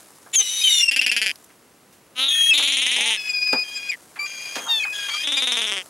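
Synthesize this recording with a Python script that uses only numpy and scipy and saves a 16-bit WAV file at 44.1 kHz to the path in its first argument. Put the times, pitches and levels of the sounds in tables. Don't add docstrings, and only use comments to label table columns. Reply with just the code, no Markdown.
import sys
import numpy as np
from scipy import signal
from scipy.fft import rfft, irfft, next_fast_len
from scipy.io import wavfile
from scipy.ndimage import uniform_filter1d

SR = 44100
rng = np.random.default_rng(int(sys.argv[2]) if len(sys.argv) > 2 else 0)


def file_out(sig):
    cols = np.atleast_2d(sig).T
    lim = np.clip(cols, -1, 1)
    pcm = np.round(lim * 32767).astype(np.int16)
    wavfile.write(sys.argv[1], SR, pcm)


N = 259749
TIME = np.arange(N) / SR

# frequency in Hz, relative level in dB.
AIR_COLOUR = [(18, -68.5), (30, -25.5), (84, -7.5), (226, -2), (453, -4), (529, -6), (618, -7),
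              (2770, -14.5), (3320, -18), (12400, -19), (14500, -28.5)]
AIR_DB, WHINE_DB = -55, -69.5
WHINE_HZ = 15734

# time in seconds, level in dB before a common offset.
RUSTLE_LEVEL = [(0, -47), (.3, -52), (1.35, -51), (1.63, -61), (2.12, -63), (3.5, -43.5), (4.1, -50),
                (4.6, -41), (5.89, -47)]
# frequency in Hz, relative level in dB.
RUSTLE_COLOUR = [(180, -40), (300, -10.5), (685, -4), (892, -6), (1110, -5), (2520, -15), (10100, -7),
                 (15500, -18)]

# start in seconds, level in dB, centre frequency in Hz,
# width in octaves, rise in seconds, decay in seconds.
SCUFFS = [(.262, -42.5, 930, 0.84, 0.0011, 0.018), (1.357, -34, 5900, 1.25, .0005, 0.0018),
          (1.443, -41, 9100, 0.79, 0.00059, 0.0034), (1.495, -52.5, 1300, 1.1, .01, 0.012),
          (1.921, -51.5, 4000, 4, .006, 0.037), (2.593, -29, 1000, 1.6, 0.0014, 0.023),
          (2.96, -37, 606, 0.72, 0.025, 0.045), (3.472, -35, 2786, 1.64, 0.00078, 0.011),
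          (3.527, -26, 2200, 1.9, 0.00094, 0.0077), (3.53, -20.5, 510, 1.5, 0.0025, 0.022),
          (4.157, -37, 1403, 1, 0.0042, 0.028), (4.553, -26, 2150, 1.53, 0.0032, 0.019),
          (4.559, -29, 791, 1.67, 0.0065, 0.047), (4.655, -30.5, 1034, 0.5, .02, 0.033),
          (4.846, -31, 1505, 0.87, 0.0052, 0.022), (5.079, -32, 1499, 0.86, 0.011, .025)]

# start and end in seconds, attack and release in seconds,
# first and last level in dB, first and last pulse rate in Hz, run-down share of the rate (0-1),
# first and last throat resonance in Hz, mid-way resonance rise in Hz, first and last ring in dB,
# throb period in seconds, throb depth in dB.
RATTLES = [ (.328, .362, .018, .006, -25, -21, 376, 390, 0, 3360, 3400, 0, -2, -3, .05, 0),
           (.384, .43, .02, .012, -27, -26, 440, 390, 0, 3700, 3550, 0, 8, 8, .05, 0),
           (.911, 1.321, .004, .014, -26, -22.5, 285, 212, .5, 2650, 2450, 0, 11.5, 8.5, .0502, 19),
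           (2.152, 2.42, .045, .19, -25.5, -23, 248, 310, 0, 3400, 2950, 500, -12, 38, .05, 0),
           (2.529, 3.18, .012, .045, -18, -20, 298, 222, .2, 3620, 3100, -130, 8, -1, .048, 3),
           (3.91, 3.96, .01, .04, -24, -27, 210, 150, .1, 2414, 1760, 0, 27, 24, .05, 0),
           (5.222, 5.83, .03, .035, -25, -29.5, 308, 180, .04, 3440, 2940, 440, 17, 2, .0495, 5.5), ]
# frequency in Hz, relative level in dB.
THROAT_A = [(150, -33), (260, -19.5), (850, -22.5), (1200, -33.5), (1700, -8), (2650, -3), (3300, -1.5),
            (3900, -19.5), (5000, -5.5), (6400, -23), (7500, -16.5), (8700, -26.5), (10400, -12.5),
            (15000, -42)]
THROAT_B = [(150, -37.5), (260, -13.5), (1150, -15.5), (1600, -13), (2100, 2.5), (2800, 7.5), (3850, 6),
            (4700, -19.5), (5500, -11), (6700, -4.5), (7900, -20.5), (9700, -2.5), (11300, -19.5),
            (15500, -55)]
THROAT_C = [(150, -35), (260, -8), (1000, -9.5), (1600, -8), (2200, -0.5), (3000, 1), (3700, 4),
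            (4500, -19.5), (5600, -12), (6500, -8), (7800, -20), (9600, -11), (11000, -16.5), (15500, -60)]
# frequency in Hz, relative level in dB.
THROAT_OPENING = [(150, -34), (260, -15.5), (1000, -16), (1300, -7.5), (1700, -16.5), (2200, -8),
                  (2800, 1.5), (3750, 5), (4800, -24), (6200, -14.5), (8000, -31.5), (10000, -12),
                  (15000, -44)]
RUN_DOWN_S, GAPE_DB_PER_HZ = .03, .012
THROB_QUICKENS, THROB_LIFTS, THROB_DYING_POWER = .12, .13, 6

# start and end in seconds, first and last pitch in Hz,
# first and last level in dB, octave level in dB, treble in dB relative to the note, roughness (0-1).
LOW_NOTES = [ (.334, .357, 3480, 3480, -38, -26, -29, 3, .7),
             (.357, .412, 3290, 3030, -26, -30, -13.5, 1, .08),
             (.412, .635, 2960, 3030, -29, -40, -29, -6, .26),
             (.638, .695, 3110, 3020, -15, -17, -29, -14, .15),
             (.695, .875, 2960, 2760, -27, -27, -27, -5, .22),
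             (2.3, 2.535, 2540, 2570, -32, -36, -68, -8, .22),
             (3.17, 3.328, 2570, 2485, -35, -29, -39, -14, .2),
             (3.334, 3.637, 2466, 2476, -25.5, -27, -26, -19, .05),
             (3.637, 3.9, 2440, 2480, -41, -33, -42, -18, .2),
             (4.192, 4.265, 2290, 2410, -28, -29, -36, -10, .08),
             (4.265, 4.6, 2380, 2460, -37, -39, -42, -16, .35),
             (4.797, 4.932, 2510, 2505, -24, -28, -50, -20, .03),
             (4.93, 5.1, 2490, 2420, -43, -35, -44, -12, .35),
             (5.1, 5.245, 2240, 2520, -34, -31, -36, -14, .3), ]
# start and end in seconds, first and last pitch in Hz,
# first and last level in dB, octave level in dB, treble in dB relative to the note, roughness (0-1).
HIGH_NOTES = [ (.39, .692, 3830, 3730, -37, -25, -42, -2, .36),
              (.692, .825, 3780, 3460, -17, -21, -29, -8, .2),
              (2.283, 2.512, 3280, 3265, -23, -16, -34, -7, .1),
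              (3.17, 3.637, 3430, 3270, -38, -66, -57, -12, .2),
              (3.637, 3.895, 3180, 3320, -42, -41, -51, -12, .18),
              (4.255, 4.83, 3250, 3232, -47, -39, -43, -12, .26),
              (4.93, 5.25, 3310, 3190, -33, -31.5, -43, -12, .33), ]
NOTE_EDGE_S, ONSET_SHARP, SETTLE_S, NOTE_SWELL_DB = .01, .015, .02, 1.2
MIXES = [(2, -1), (-1, 2), (1, 1), (-1, 3)]
MIXES_DB = [-13.5, -15.5, -16.5, -23]
# multiple of its phase, relative level in dB.
OVERTONES = [(3, -6), (4, -18), (5, -16.5)]
# frequency in Hz, relative level in dB.
HISS_COLOUR = [(200, -16.5), (700, -8), (1400, -11), (2300, 7), (4200, 2), (5200, -3), (6600, 4),
               (8000, -1), (10000, 10.5), (12000, 1.5), (15000, -25.5)]

# centre in seconds, pitch in Hz, level in dB,
# half length in seconds, relative fall per second, octave level in dB relative to the fundamental.
SQUEAKS = [(.622, 2500, -28, .011, .8, -1), (.836, 2790, -17, .014, .6, -4),
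           (0.89, 2717, -13, 0.01, .8, -8.5), (0.943, 2760, -21.5, 0.0083, .8, -12),
           (0.996, 2726, -11.5, 0.0044, .8, -12), (1.046, 2853, -21, 0.0077, .8, -12.5),
           (1.099, 2720, -15.5, 0.0045, .8, -9.5), (2.522, 2610, -12, .015, 1.4, -21),
           (3.302, 2486, -33, .012, .2, 6), (3.768, 2472, -28, .018, .1, -3),
           (3.902, 2447, -22, 0.0094, 3.2, -6.5), (4.84, 2226, -25, 0.0055, 5, -6.5),
           (5.383, 2410, -27, .017, .5, -2)]

# start and end in seconds, first and last pitch in Hz, median level in dB.
UNDERTONES = [(2.975, 3.14, 840, 900, -43), (4.2, 4.26, 1186, 1165, -42), (4.928, 5.075, 1665, 1615, -36.5),
              (5.14, 5.175, 1210, 1240, -38)]

# time in seconds, pitch in Hz, gain in dB common to its partials.
YELP = [(4.696, 929, -18.5), (4.712, 920.8, -19), (4.79, 867, -25), (4.804, 842, -34), (4.86, 741.8, -52)]
# multiple of the pitch, relative level in dB.
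YELP_HARMONICS = [(1, -26.5), (2, -18), (3, -12.5), (4, 1.5), (5, -15), (6, -23.5), (7, -32), (8, -27),
                  (9, -32), (12, -29), (13, -25)]


def from_db(db):
    return 10 ** (np.asarray(db) / 20)


def rms_one(x):
    return x / np.sqrt(np.mean(x ** 2) + 1e-20)


def in_time(rows, at=TIME):
    s, *columns = np.transpose(rows)
    return [np.interp(at, s, c) for c in columns]


def at_hz(points, hz):
    f, db = np.transpose(points)
    return np.interp(np.log(hz + 1), np.log(f), db)


def glide(first, last, progress):
    return first + (last - first) * progress


def arch(progress):
    return 4 * progress * (1 - progress)


def gate(start, end, edge):
    near = np.flatnonzero((TIME > start - edge / 2) & (TIME < end + edge / 2))
    t = TIME[near]
    progress = np.clip((t - start) / (end - start), 0, 1)
    window = np.clip(np.minimum(t - start, end - t) / edge + .5, 0, 1)
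    return near, progress, window


def noise(colour):
    size = next_fast_len(N)
    hz = np.arange(size // 2 + 1) * SR / size
    spectrum = rfft(rng.standard_normal(size)) * from_db(at_hz(colour, hz))
    return rms_one(irfft(spectrum, size)[:N])


def waver(hz):
    low_pass = signal.butter(2, min(hz, SR / 4), fs=SR, output="sos")
    return rms_one(signal.sosfilt(low_pass, rng.standard_normal(N)))


def outdoors(side_db=-12):
    treble_only = signal.butter(1, 400, "high", fs=SR, output="sos")
    side = signal.sosfilt(treble_only, noise(AIR_COLOUR))
    air = from_db(AIR_DB) * (noise(AIR_COLOUR) + from_db(side_db) * side * [[1], [-1]])
    whine = np.sqrt(2) * from_db(WHINE_DB) * np.sin(2 * np.pi * WHINE_HZ * TIME)
    return air + whine


def rustle(rustle_db=-2, grain_db=3):
    db, = in_time(RUSTLE_LEVEL)
    grains = rms_one(noise(RUSTLE_COLOUR) * from_db(grain_db * waver(150)))
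    return from_db(db + rustle_db) * grains


def scuffs(size=16384):
    out, t = np.zeros(N + size), np.arange(size) / SR
    hz = np.arange(1, size // 2 + 2) * SR / size
    for s, db, centre, octaves, rise, decay in SCUFFS:
        band = 1 / (1 + (np.log2(hz / centre) / octaves) ** 4)
        burst = rms_one(irfft(rfft(rng.standard_normal(size)) * band))
        envelope = np.minimum(t / rise, 1) * np.exp(-np.maximum(t - rise, 0) / decay)
        i = round(s * SR)
        out[i:i + size] += from_db(db) * burst * envelope
    return out[:N]


def rattle(row, throat, follow=0.74, ring_hz=230, bright_db=7, jitter=.014, uneven_db=1.4,
           narrowing_db=9, size=512):
    (start, end, attack, release, first_db, last_db, first_rate, last_rate, run_down,
     first_hz, last_hz, rise_hz, first_ring_db, last_ring_db, throb_s, throb_db) = row
    t = np.arange(0, end - start, 1 / SR)
    progress, left = t / (end - start), end - start - t
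    throbbing = np.clip(throb_db, 0, 1) * (1 - progress ** THROB_DYING_POWER)
    within = (t / throb_s % 1 - .5) * throbbing
    per_s = glide(first_rate, last_rate, progress) * (1 - run_down * np.exp(-left / RUN_DOWN_S))
    per_s *= 1 + THROB_QUICKENS * within + jitter * waver(200)[:len(t)]

    at = np.flatnonzero(np.diff(np.floor(np.cumsum(per_s) / SR + .5)))
    t, progress, left, within, per_s = t[at], progress[at], left[at], within[at], per_s[at]
    throb, gape_hz = (t / throb_s).astype(int), rise_hz * arch(progress)
    centre = glide(first_hz, last_hz, progress) + gape_hz
    ring_db = glide(first_ring_db, last_ring_db, progress)
    level_db = glide(first_db, last_db, progress) + GAPE_DB_PER_HZ * gape_hz - throb_db * within
    chance = rng.standard_normal((size, size))
    gains = from_db(level_db + uneven_db * chance[:len(at), -1])
    gains *= np.minimum(t / attack, 1) * np.minimum(left / release, 1)

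    stretch = (centre / np.median(centre)) ** follow * (1 + THROB_LIFTS * within)
    stretch *= 1 + .012 * chance[:len(at), -2]
    hz = np.arange(size // 2 + 1) * SR / size
    ripples = 2 * uniform_filter1d(chance[:, :len(hz)], size=4, axis=1)
    grit = ripples[:len(at)] + ripples[-1 - throb]
    upper = np.clip((hz - 3800) / 1500, 0, 1)
    colour_db = at_hz(throat, hz / stretch[:, None]) + (1 + upper) * grit
    colour_db -= upper * bright_db * within[:, None]
    resonance = 1 / (1 + ((hz - centre[:, None]) / ring_hz) ** 2)
    colour_db += (ring_db + narrowing_db * within)[:, None] * resonance

    cepstrum = irfft(np.log(from_db(colour_db)), axis=1)
    cepstrum[:, 1:size // 2] *= 2
    cepstrum[:, size // 2 + 1:] = 0
    slaps = irfft(np.exp(rfft(cepstrum, axis=1)), axis=1)
    out = np.zeros(N + SR)
    for i, slap, gain, rate in zip(at + round(start * SR), slaps, gains, per_s):
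        out[i:i + size] += rms_one(slap) * np.sqrt(SR / rate / size) * gain
    return out[:N]


def rattles():
    throats = [THROAT_B, THROAT_C, THROAT_A, THROAT_OPENING, THROAT_B, THROAT_A, THROAT_C]
    return sum(rattle(row, throat) for row, throat in zip(RATTLES, throats))


def whistle(notes, jitter=.004, wander=.004, flutter_db=1.5, rasp_hz=400):
    hz, sounding, strength, octave, treble, rough = np.zeros((6, N))
    for start, end, first_hz, last_hz, first_db, last_db, octave_db, treble_db, roughness in notes:
        near, progress, window = gate(start, end, NOTE_EDGE_S)
        sharp = 1 + ONSET_SHARP * np.exp(-progress * (end - start) / SETTLE_S)
        envelope = window * from_db(NOTE_SWELL_DB * (arch(progress) - .5))
        level = envelope * from_db(glide(first_db, last_db, progress))
        sounding[near] += window
        hz[near] += window * sharp * glide(first_hz, last_hz, progress)
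        rough[near] += window * roughness
        strength[near] += level
        octave[near] += envelope * from_db(octave_db)
        treble[near] += level * from_db(treble_db)
    hz /= np.maximum(sounding, 1e-9)
    unsteady_hz = hz * (1 + jitter * waver(70) + wander * waver(12))
    phase = 2 * np.pi * np.cumsum(unsteady_hz) / SR + .5 * rough * waver(rasp_hz)
    swell = np.sqrt(2) * from_db(flutter_db * waver(39)) * (1 + 1.2 * rough * waver(rasp_hz))
    breathy = np.clip(3 * rough, .2, 1)
    return phase, swell * strength, swell * octave, treble, treble * breathy


def squeals(overtone_db=-1, hiss_db=-3, flicker_db=4):
    low = whistle(LOW_NOTES, jitter=0.0046, flutter_db=2.0)
    high = whistle(HIGH_NOTES, jitter=0.0037, flutter_db=2.34)
    out, stream, power, treble, breath = 0, 0, 1e-12, 0, 0
    for phase, strength, octave, overtone_drive, hiss_drive in (low, high):
        out = out + strength * np.sin(phase) + octave * np.sin(2 * phase)
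        stream = stream + np.hypot(strength, octave) * np.exp(1j * phase)
        power = power + strength ** 2 + octave ** 2
        treble = np.hypot(treble, overtone_drive)
        breath = np.hypot(breath, hiss_drive)
    coupling = np.sqrt(np.abs(low[1] * high[1]))
    for (m, n), db in zip(MIXES, MIXES_DB):
        flickering = coupling * from_db(db + flicker_db * waver(30))
        out = out + flickering * np.sin(m * low[0] + n * high[0])
    beat = np.abs(stream) / np.sqrt(power)
    overtones = sum(from_db(db) * np.sin(round(k) * np.angle(stream)) for k, db in OVERTONES)
    treble_only = signal.butter(4, 6500, "high", fs=SR, output="sos")
    clusters = signal.sosfilt(treble_only, np.sqrt(2) * beat ** 2 * overtones)
    hiss = beat * noise(HISS_COLOUR)
    out = out + treble * from_db(overtone_db) * clusters + breath * from_db(hiss_db) * hiss
    return signal.sosfilt(signal.butter(2, 900, "high", fs=SR, output="sos"), out)


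def squeaks(third_db=-8, rough=0.08):
    out, shake = np.zeros(N), rough * waver(600)
    for s, hz, db, half, fall_per_s, octave_db in SQUEAKS:
        near = np.abs(TIME - s) < 4 * half
        t = TIME[near] - s
        phase = 2 * np.pi * hz * (t - fall_per_s * t * t / 2) + shake[near]
        upper = np.sin(2 * phase) + from_db(third_db) * np.sin(3 * phase)
        envelope = np.sqrt(2) * from_db(db) * np.exp(-np.abs(t / half) ** 3)
        out[near] += envelope * (np.sin(phase) + from_db(octave_db) * upper)
    return out


def undertones(rough=0.26, edge=.017, flutter_db=3):
    out, shake = np.zeros(N), rough * waver(280)
    for start, end, first_hz, last_hz, db in UNDERTONES:
        near, progress, window = gate(start, end, edge)
        phase = 2 * np.pi * np.cumsum(glide(first_hz, last_hz, progress)) / SR + shake[near]
        level = from_db(db + flutter_db * waver(30)[near])
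        out[near] += np.sqrt(2) * window * level * np.sin(phase)
    return out


def yelp(jitter=0.0049, rise=0.034):
    out = np.zeros(N)
    near, _, window = gate(YELP[0][0], YELP[-1][0], rise)
    hz, db = in_time(YELP, TIME[near])
    phase = 2 * np.pi * np.cumsum(hz * (1 + jitter * waver(500)[near])) / SR
    partials = sum(from_db(g) * np.sin(round(k) * phase) for k, g in YELP_HARMONICS)
    out[near] = np.sqrt(2) * window * from_db(db) * partials
    return out


def scatter(x, wet_db=-24, decay=.006, size=4096):
    t = np.arange(size) / SR
    echoes = rng.standard_normal((2, size)) * np.exp(-t / decay) * (t > .001)
    echoes /= np.sqrt(np.sum(echoes ** 2, axis=1, keepdims=True))
    return from_db(wet_db) * signal.fftconvolve(x[None], echoes, axes=1)[:, :N]


def panned(x, left_db):
    return x * from_db([[left_db / 2], [-left_db / 2]])


def scene():
    gulls = squeals() + squeaks() + yelp() + undertones() + rattles()
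    ground = scuffs()
    direct = panned(gulls, left_db=2.4) + panned(ground, left_db=-1.5) + panned(rustle(), left_db=.8)
    around = scatter(gulls, wet_db=-18) + scatter(ground, wet_db=-10)
    high_pass = signal.butter(2, 110, "high", fs=SR, output="sos")
    return signal.sosfilt(high_pass, direct + around) + outdoors()


def record(dry):
    rounded = dry / (1 + np.abs(dry / .6) ** 8) ** (1 / 8)
    dulled = signal.sosfilt(signal.butter(2, 14000, fs=SR, output="sos"), rounded)
    steep_cut = signal.ellip(10, .1, 80, 15900, fs=SR, output="sos")
    return signal.sosfilt(steep_cut, dulled)


dry = scene()
out = record(dry)
file_out(out)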